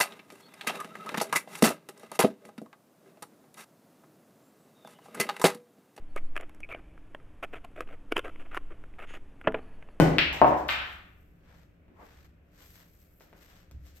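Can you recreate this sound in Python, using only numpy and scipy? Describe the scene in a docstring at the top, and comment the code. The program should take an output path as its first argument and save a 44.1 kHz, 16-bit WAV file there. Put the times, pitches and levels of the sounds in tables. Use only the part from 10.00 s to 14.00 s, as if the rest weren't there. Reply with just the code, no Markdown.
"""A pool shot in a bare home room, on a phone's two microphone ports, over a faint appliance hum.
The cue thumps and its ring dies away; the cue ball clicks on a ball, which thuds into a side pocket
and drops on the balls lying there, over a fading rumble of the table bed. The player then walks round
with rustling clothes, a creak and a scuff, picks up the chalk and taps it on the cue. Contacts are
shaped pulses with echoes and a noise tail; ringing is decaying sines; air and cloth are shaped noise."""
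import sys
import numpy as np
from scipy import signal
from scipy.fft import rfft, irfft
from scipy.io import wavfile
from scipy.ndimage import uniform_filter1d, map_coordinates

SR = 44100
rng = np.random.default_rng(int(sys.argv[2]) if len(sys.argv) > 2 else 0)


def waveform_to_disk(signal):
    """Save audio, clipped to [-1, 1], as 16-bit WAV at the path in sys.argv[1]."""
    frames = np.transpose(np.atleast_2d(signal))
    scaled = np.clip(frames, -1, 1) * 32767
    samples = np.round(scaled).astype(np.int16)
    wavfile.write(sys.argv[1], SR, samples)


N = 176400  # samples, 4 s

# Steady room air, spectrum shape: freq_hz [Hz], level_db [dB per Hz, relative]
AIR_SPECTRUM = [(12, -31), (20, -8.5), (65, -5.5), (120, -12.5), (140, -20.5), (171, -5.5), (196, -18),
                (261, -19), (286, -19), (428, -21.5), (478, -25), (559, -21), (874, -34.5), (1000, -34.5),
                (1370, -31.5), (2610, -35), (4180, -55), (5430, -88.5), (9200, -120)]
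# Faint hiss of the room, spectrum shape: freq_hz [Hz], level_db [dB per Hz, relative]
HISS_SPECTRUM = [(200, -9.5), (2500, 0.5), (8500, -7.5), (10000, -15.5), (12500, -0.5), (15500, -10)]
AIR_DB, HISS_DB = -60, -86  # dB rms
# Appliance hum partials: pitch_hz [Hz], level_db [dB rms, before wavering]
HUM_PARTIALS = [(72, -70), (170, -79.5), (296, -75.5)]

# Early reflections from cloth, rails and wall: delay_s [s], level_db [dB], left_over_right_db [dB]
REFLECTIONS = [(.0045, -6, 5.5), (.0056, -8.5, -3), (.0077, -8.5, 12.5), (0.0142, -13.5, 11.5)]
# Room decay by frequency: freq_hz [Hz], t60_s [s to fall 60 dB]
ROOM_DECAY = [(60, .7), (150, 0.7), (400, 0.7), (1000, 0.68), (2500, 0.68), (5000, 0.48), (13000, 0.31)]
ROOM_RISE_S, ROOM_PAN_DB = 0.0059, 2
ALIKE_HZ = 411  # above this the two ports hear ever less of the same noise
FULL_PAN_HZ = 220  # well above this a level difference reaches its full size
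PORT_LAG_S = .00007  # direct contacts reach the right port later

# Swishes of clothing: centre_s [s], half_length_s [s], level_db [dB, relative],
# tilt_db [dB per octave, about 3500 Hz]
CLOTH_SWISHES = [(0.89, 0.16, -72, 2), (1.197, 0.21, -95, 9.5), (1.515, 0.1, -74, -3),
                 (1.594, 0.12, -77, -.5), (2.033, 0.054, -75.5, 1.5), (2.123, 0.093, -70, -1),
                 (2.23, 0.093, -76.5, 0), (2.612, 0.071, -67, 1), (2.728, 0.12, -70.5, 5),
                 (2.797, 0.089, -70, .5), (2.983, 0.2, -82, 7), (3.2, 0.11, -103.5, 18.5),
                 (3.43, 0.11, -71.5, 2), (3.549, 0.12, -70.5, 0), (3.869, 0.044, -72, 2.5),
                 (3.976, 0.033, -72, 4.5)]
# Cloth friction spectrum: freq_hz [Hz], level_db [dB, relative]
CLOTH_SPECTRUM = [(150, -17.5), (500, 2.5), (950, 1.5), (1700, 4), (2700, -1), (5000, -5.5), (8500, -10),
                  (10000, -33), (12300, -2.5), (15500, -21)]
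# A shoe scuffing the floor, spectrum: freq_hz [Hz], level_db [dB per Hz, relative]
SCUFF_SPECTRUM = [(150, -10), (350, -2), (600, -1), (1150, -3), (1450, -11.5), (1900, -11), (3000, -27.5),
                  (8000, -44)]
SCUFF_S, SCUFF_SPREAD_S, SCUFF_DB = 2.025, 0.036, -52
CREAK_S, CREAK_SPREAD_S, CREAK_HZ, CREAK_DB = 1.922, .033, 280, -59

# All contact events below: start_s [s], level_db [dB, relative], direct_db [dB, added to direct sound]
# Footfalls through the floor
FOOTFALLS = [(1.46, -59.5, -0.5), (1.56, -58, 6.5), (2.08, -59, -2), (2.17, -57.5, 8), (2.22, -59, -7.5),
             (3.718, -46.5, 2), (3.748, -54, 15), (3.783, -57, 14)]
# Chalk and cue being handled
CHALK_TAPS = [(1.882, -57.5, 5), (3.208, -48.5, 7.5), (3.329, -48.5, 8.5), (3.348, -61, 2),
              (3.712, -61, 15), (3.866, -60.5, 8.5)]
# The cue stroke, dying away
CUE_BLOWS = [(0.0, -9.5, 7), (0.058, -19.5, -3)]
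# Ball on ball in the open
BALL_CLICKS = [(0.1843, -4.5, 2.5)]
# Ball on the pocket's jaw and liner
POCKET_THUDS = [(0.33, -25, -7), (0.4162, -5.5, 3.5), (0.4452, -13, 6.5), (0.4675, -10.5, -2)]
# Ball dropping on the balls in the pocket
POCKET_LANDING = [(0.6885, -9.5, -5.5), (0.6918, -14.5, 3), (0.728, -18, -21), (0.785, -17.5, -23)]
# Sharp little contacts of ball and cue
SMALL_TICKS = [(0.001, -26.5, -16), (0.1844, -35, 10), (0.329, -32, 4.5), (0.468, -37, 3.5),
               (0.568, -39.5, -9), (0.684, -39, 13), (0.692, -29.5, -5), (3.2, -49.5, 2), (3.222, -70, 26),
               (3.556, -53, 3), (3.713, -57, 17), (3.868, -49, 6)]

# All contact spectra below: freq_hz [Hz], level_db [dB, relative]
# Footfall
FOOTFALL_SPECTRUM = [(20, 0), (45, -9), (68, 16.5), (110, 0), (150, -1), (210, -17.5), (300, -17.5),
                     (600, -68), (2000, -70)]
# Chalk or cue tap
TAP_SPECTRUM = [(80, -17), (300, 4.5), (600, 4.5), (1150, -3), (1500, -2), (2000, -3.5), (3500, -16.5),
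                (8000, -38), (15000, -36)]
# Cue thump
CUE_SPECTRUM = [(40, -11), (90, -10), (140, 1.5), (205, -8), (310, 2.5), (420, -5), (600, -2.5), (900, -9),
                (1250, -17), (2000, -19), (3500, -30.5), (7000, -37), (15000, -47.5)]
# Ball on ball in the open
CLICK_SPECTRUM = [(100, -26.5), (400, -24), (800, -19), (1400, -6), (2000, -1), (2700, 1.5), (3500, -6),
                  (4500, -13), (5500, -22), (7000, -50.5), (15000, -58)]
# Pocket thud
THUD_SPECTRUM = [(50, -21), (130, -16), (300, -4), (450, -4), (680, 2), (950, 2), (1250, -8.5), (1700, -15),
                 (2500, -23), (4000, -39.5), (8000, -58.5), (15000, -85.5)]
# Ball on balls in the pocket
LANDING_SPECTRUM = [(100, -30), (400, -20), (850, -5), (1350, 4), (2000, 2), (2700, 3), (3600, -1.5),
                    (4500, -10), (5500, -21), (7000, -51), (15000, -77)]
# Sharp tick
TICK_SPECTRUM = [(200, -10), (1500, 2.5), (3500, 2), (6000, 2.5), (8500, -2.5), (10000, -31.5), (12300, 4),
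                 (15500, -11)]
# Rumble of balls rolling on the table bed (per Hz)
ROLL_SPECTRUM = [(15, -7), (30, -6), (70, 1.5), (100, -9), (200, -11), (2000, -49.5)]
ROLL_DB, ROLL_FADE_DB_PER_S = -43, 14.5  # level at the start, then its fall

# All ringing modes below: pitch_hz [Hz], level_db [dB, relative], t60_s [s to fall 60 dB]
# Table and room after the stroke
TABLE_MODES = [(70, -19.5, 1.6), (136, -11, 0.51), (160.5, 0.5, .5), (475, -12.5, 0.43), (556, -15, .4),
               (296, -12.5, .6), (332.8, -10, .45), (732, -21, .5), (830, -18, 0.25), (1084, -22.5, 0.52)]
# Cue shaft after the stroke
CUE_SHAFT_MODES = [(1480, -1.5, 0.35), (1981, -11.5, 0.69), (3050, -9, 0.31)]
# Pocket and table frame
POCKET_FRAME_MODES = [(69, -17.5, 1.5), (139, -7, .55), (231, -11.5, 0.7), (300, -5, 0.65),
                      (346.2, -10.5, .4), (575, -2.5, 0.66), (615.6, 3, 0.4), (726, 3.5, .45),
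                      (741.2, -4, 0.86), (818, -3, 0.56), (872, -14.5, .7), (918, 5.5, .4),
                      (1055, -13.5, .36), (1080, -1.5, .36), (1110, -2.5, .33), (1230, -4, .36)]
TABLE_RING_DB, SHAFT_RING_DB, POCKET_RING_DB = -4, -17, -15  # against the hardest blow
RING_RISE_S = 0.0027

TOP_HZ = 15800  # upper limit of the phone's sound


def undb(db):
    """Decibels to gain."""
    return 10 ** (np.asarray(db) / 20)


def along(points, hz):
    """Read (Hz, value) points on a log-frequency axis."""
    f, v = np.array(points, float).T
    return np.interp(np.log(np.maximum(hz, 1)), np.log(f), v)


def freqs(size):
    """Frequencies of a transform's bins."""
    return np.fft.rfftfreq(size, 1 / SR)


def decay(t, t60):
    """Exponential fall of 60 dB in t60 seconds."""
    return np.exp(-np.log(1000) * t / t60)


def pan(db):
    """Left and right gains for a level difference, positive to the left."""
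    return undb(np.array([[db], [-db]]) / 2)


def lean(db, hz):
    """Left and right gains by frequency: long waves reach both ports equally."""
    return pan(db) ** (1 / (1 + (FULL_PAN_HZ / (2 * hz + 1)) ** 2))


def unit(x):
    """Scale to rms 1."""
    return x / np.sqrt(np.mean(x ** 2))


def walk(rate):
    """Random wander of spread 1, with about `rate` new values a second."""
    hold = max(int(SR / rate), 1)
    steps = np.repeat(rng.standard_normal(N // hold + 2), hold)
    return unit(uniform_filter1d(steps, hold)[:N])


def diffuse(size):
    """Spectrum of stereo noise from all around: alike in the bass, nearly unrelated above."""
    mid, side = rfft(rng.standard_normal((2, size)))
    alike = np.clip(0.075 + 0.88 / (1 + (freqs(size) / ALIKE_HZ) ** 3), 0, 1)
    opposed = side * np.sqrt(1 - alike) * np.array([[1], [-1]])
    return (mid * np.sqrt(1 + alike) + opposed) / np.sqrt(2)


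def coloured(spectrum):
    """Diffuse noise over the whole take, shaped to a spectrum in dB."""
    return irfft(diffuse(N) * undb(along(spectrum, freqs(N))))


def contact(tone, size=4096):
    """The short causal pulse of one contact, peak 1."""
    # Folding the cepstrum forward in time gives minimum phase: an abrupt onset
    cepstrum = irfft(np.log(undb(along(tone, freqs(size)))))
    cepstrum[1:size // 2] *= 2
    cepstrum[size // 2 + 1:] = 0
    pulse = irfft(np.exp(rfft(cepstrum)))
    return pulse / np.abs(pulse).max()


def add(out, x, at_s):
    """Mix a sound in at a given time."""
    i = max(int(at_s * SR), 0)
    out[:, i:i + x.shape[-1]] += x[..., :max(N - i, 0)]


def room_tail(size=49152):
    """Diffuse reverberation of energy near 1, each octave with its own decay."""
    t, hz = np.arange(size) / SR, freqs(size)
    noise = diffuse(size) * lean(ROOM_PAN_DB, hz)
    centres = 62.5 * 2. 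** np.arange(9)
    place = np.interp(np.log(hz + 1), np.log(centres), np.arange(len(centres)))
    tail = 0
    for k, centre_hz in enumerate(centres):
        band = irfft(noise * np.maximum(1 - abs(place - k), 0))  # triangular, overlapping octaves
        tail = tail + band * decay(t, along(ROOM_DECAY, centre_hz))
    tail = tail * (1 - np.exp(-t / ROOM_RISE_S))
    return unit(tail) / np.sqrt(size)


def blows(rows, tone, room_db, pan_db, echo_db=-2):
    """Contacts heard directly, off the nearest surfaces and through the room."""
    pulse = contact(tone)
    late = map_coordinates(pulse, [np.arange(len(pulse)) - PORT_LAG_S * SR])
    ports = np.array([pulse, late])
    direct, to_room, echoes = np.zeros((3, 2, N))
    for start_s, level_db, direct_db in rows:
        add(direct, ports * undb(level_db + direct_db), start_s)
        add(to_room, pulse * undb(level_db + room_db), start_s)
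    for delay_s, level_db, side_db in REFLECTIONS:
        add(echoes, direct * undb(level_db + echo_db) * pan(side_db), delay_s)
    reverb = signal.fftconvolve(to_room, room_tail(), axes=1)[:, :N]
    return echoes + direct * pan(pan_db) + reverb


def ring(rows, modes, ring_db, pan_db, lag_s):
    """Modes that swell and die away for one second after the hardest blow of a group."""
    out, t = np.zeros((2, N)), np.arange(SR) / SR
    t = np.maximum(t - np.array([[0], [lag_s]]), 0)  # right port later
    body = 0
    for hz, mode_db, t60 in modes:
        tone = np.sin(2 * np.pi * hz * t + rng.uniform(0, 2 * np.pi))
        body = body + undb(mode_db) * lean(pan_db, hz) * tone * decay(t, t60)
    start_s, level_db, _ = max(rows, key=lambda row: row[1])
    add(out, body * (1 - np.exp(-t / RING_RISE_S)) * undb(level_db + ring_db), start_s)
    return out


def background():
    """Room air and hiss as shaped noise, and an appliance hum of slightly wavering sines."""
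    t = np.arange(N) / SR
    air = unit(coloured(AIR_SPECTRUM)) * undb(AIR_DB + 0.43 * walk(3.3))
    hum = 0
    for hz, db in HUM_PARTIALS:
        level = np.sqrt(2) * undb(db + 1.5 * walk(12))
        hum = hum + level * np.sin(2 * np.pi * hz * t + .7 * walk(3.4))
    hiss = unit(coloured(HISS_SPECTRUM)) * undb(HISS_DB)
    return (air + hum + hiss) * pan(.6)


def clothes():
    """Swishes of cloth: grainy friction noise, brighter or duller with each movement."""
    t, hz = np.arange(N) / SR, freqs(N)
    coarse_t = t[::64]
    rub = irfft(diffuse(N)) * undb(1.4 * walk(60) + 2 * walk(770))
    cloth = rfft(unit(irfft(rfft(rub) * undb(along(CLOTH_SPECTRUM, hz)))))
    octaves = np.arange(-3, 3)  # about 3500 Hz
    place = np.clip(np.log2((hz + 1) / 3500), octaves[0], octaves[-1])
    out = 0
    for k in octaves:
        power = 0
        for centre_s, half_s, db, tilt in CLOTH_SWISHES:
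            away = np.minimum(abs(coarse_t - centre_s) / half_s * 2, 20)
            power = power + undb(db + tilt * k) ** 2 / np.cosh(away) ** 2
        band = irfft(cloth * np.maximum(1 - abs(place - k), 0))
        out = out + band * np.interp(t, coarse_t, np.sqrt(power))
    return out * undb(9.0) * pan(3.1)


def scuff():
    """A short gritty swell of a sole sliding on the floor: noise with a rough level."""
    t = np.arange(N) / SR
    grit = coloured(SCUFF_SPECTRUM) * undb(1.1 * walk(90))
    swell = np.exp(-((t - SCUFF_S) / SCUFF_SPREAD_S) ** 2 / 2)
    return unit(grit) * swell * undb(SCUFF_DB) * pan(1.7)


def player():
    """Soft steps, one low creak of the floor as narrow-band noise, and taps of the chalk."""
    t = np.arange(N) / SR
    creak = unit(irfft(diffuse(N) * np.exp(-((freqs(N) - CREAK_HZ) / 110) ** 2)))
    creak = creak * np.exp(-((t - CREAK_S) / CREAK_SPREAD_S) ** 2 / 2) * undb(CREAK_DB)
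    steps = blows(FOOTFALLS, FOOTFALL_SPECTRUM, room_db=6.5, pan_db=0, echo_db=-20)
    taps = blows(CHALK_TAPS, TAP_SPECTRUM, room_db=8.5, pan_db=0, echo_db=-0.5)
    return creak + steps + taps


def rolling():
    """Low rumble of the table bed under the slowing balls: noise that steadily fades."""
    t = np.arange(N) / SR
    return unit(coloured(ROLL_SPECTRUM)) * undb(ROLL_DB - ROLL_FADE_DB_PER_S * t)


def cue_stroke():
    """The thump of the cue, with the table and the shaft ringing on."""
    thump = blows(CUE_BLOWS, CUE_SPECTRUM, room_db=9, pan_db=7)
    table = ring(CUE_BLOWS, TABLE_MODES, TABLE_RING_DB, pan_db=2.0, lag_s=0.00018)
    shaft = ring(CUE_BLOWS, CUE_SHAFT_MODES, SHAFT_RING_DB, pan_db=2, lag_s=.00003)
    return thump + table + shaft


def balls():
    """Hard clicks of ball on ball and the hollow thud of the pocket with its ringing frame."""
    clicks = blows(BALL_CLICKS, CLICK_SPECTRUM, room_db=6, pan_db=4.5, echo_db=-0.5)
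    thuds = blows(POCKET_THUDS, THUD_SPECTRUM, room_db=3, pan_db=4, echo_db=-2.5)
    frame = ring(POCKET_THUDS, POCKET_FRAME_MODES, POCKET_RING_DB, pan_db=2.5, lag_s=.0003)
    landing = blows(POCKET_LANDING, LANDING_SPECTRUM, room_db=4.5, pan_db=8, echo_db=-7)
    ticks = blows(SMALL_TICKS, TICK_SPECTRUM, room_db=12.5, pan_db=3.5, echo_db=-3.5)
    return clicks + thuds + frame + landing + ticks


def scene():
    """The room, the player moving round the table, and the shot."""
    surroundings = background() + clothes() + scuff() + player()
    return surroundings + rolling() + cue_stroke() + balls()


def record(dry):
    """The phone holds peaks under full scale by soft saturation, then cuts the top."""
    held = dry / (1 + dry ** 8) ** (1 / 8)
    low_pass = signal.ellip(8, .2, 70, TOP_HZ, fs=SR, output="sos")
    return signal.sosfilt(low_pass, held)


dry = scene()
out = record(dry)
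waveform_to_disk(out)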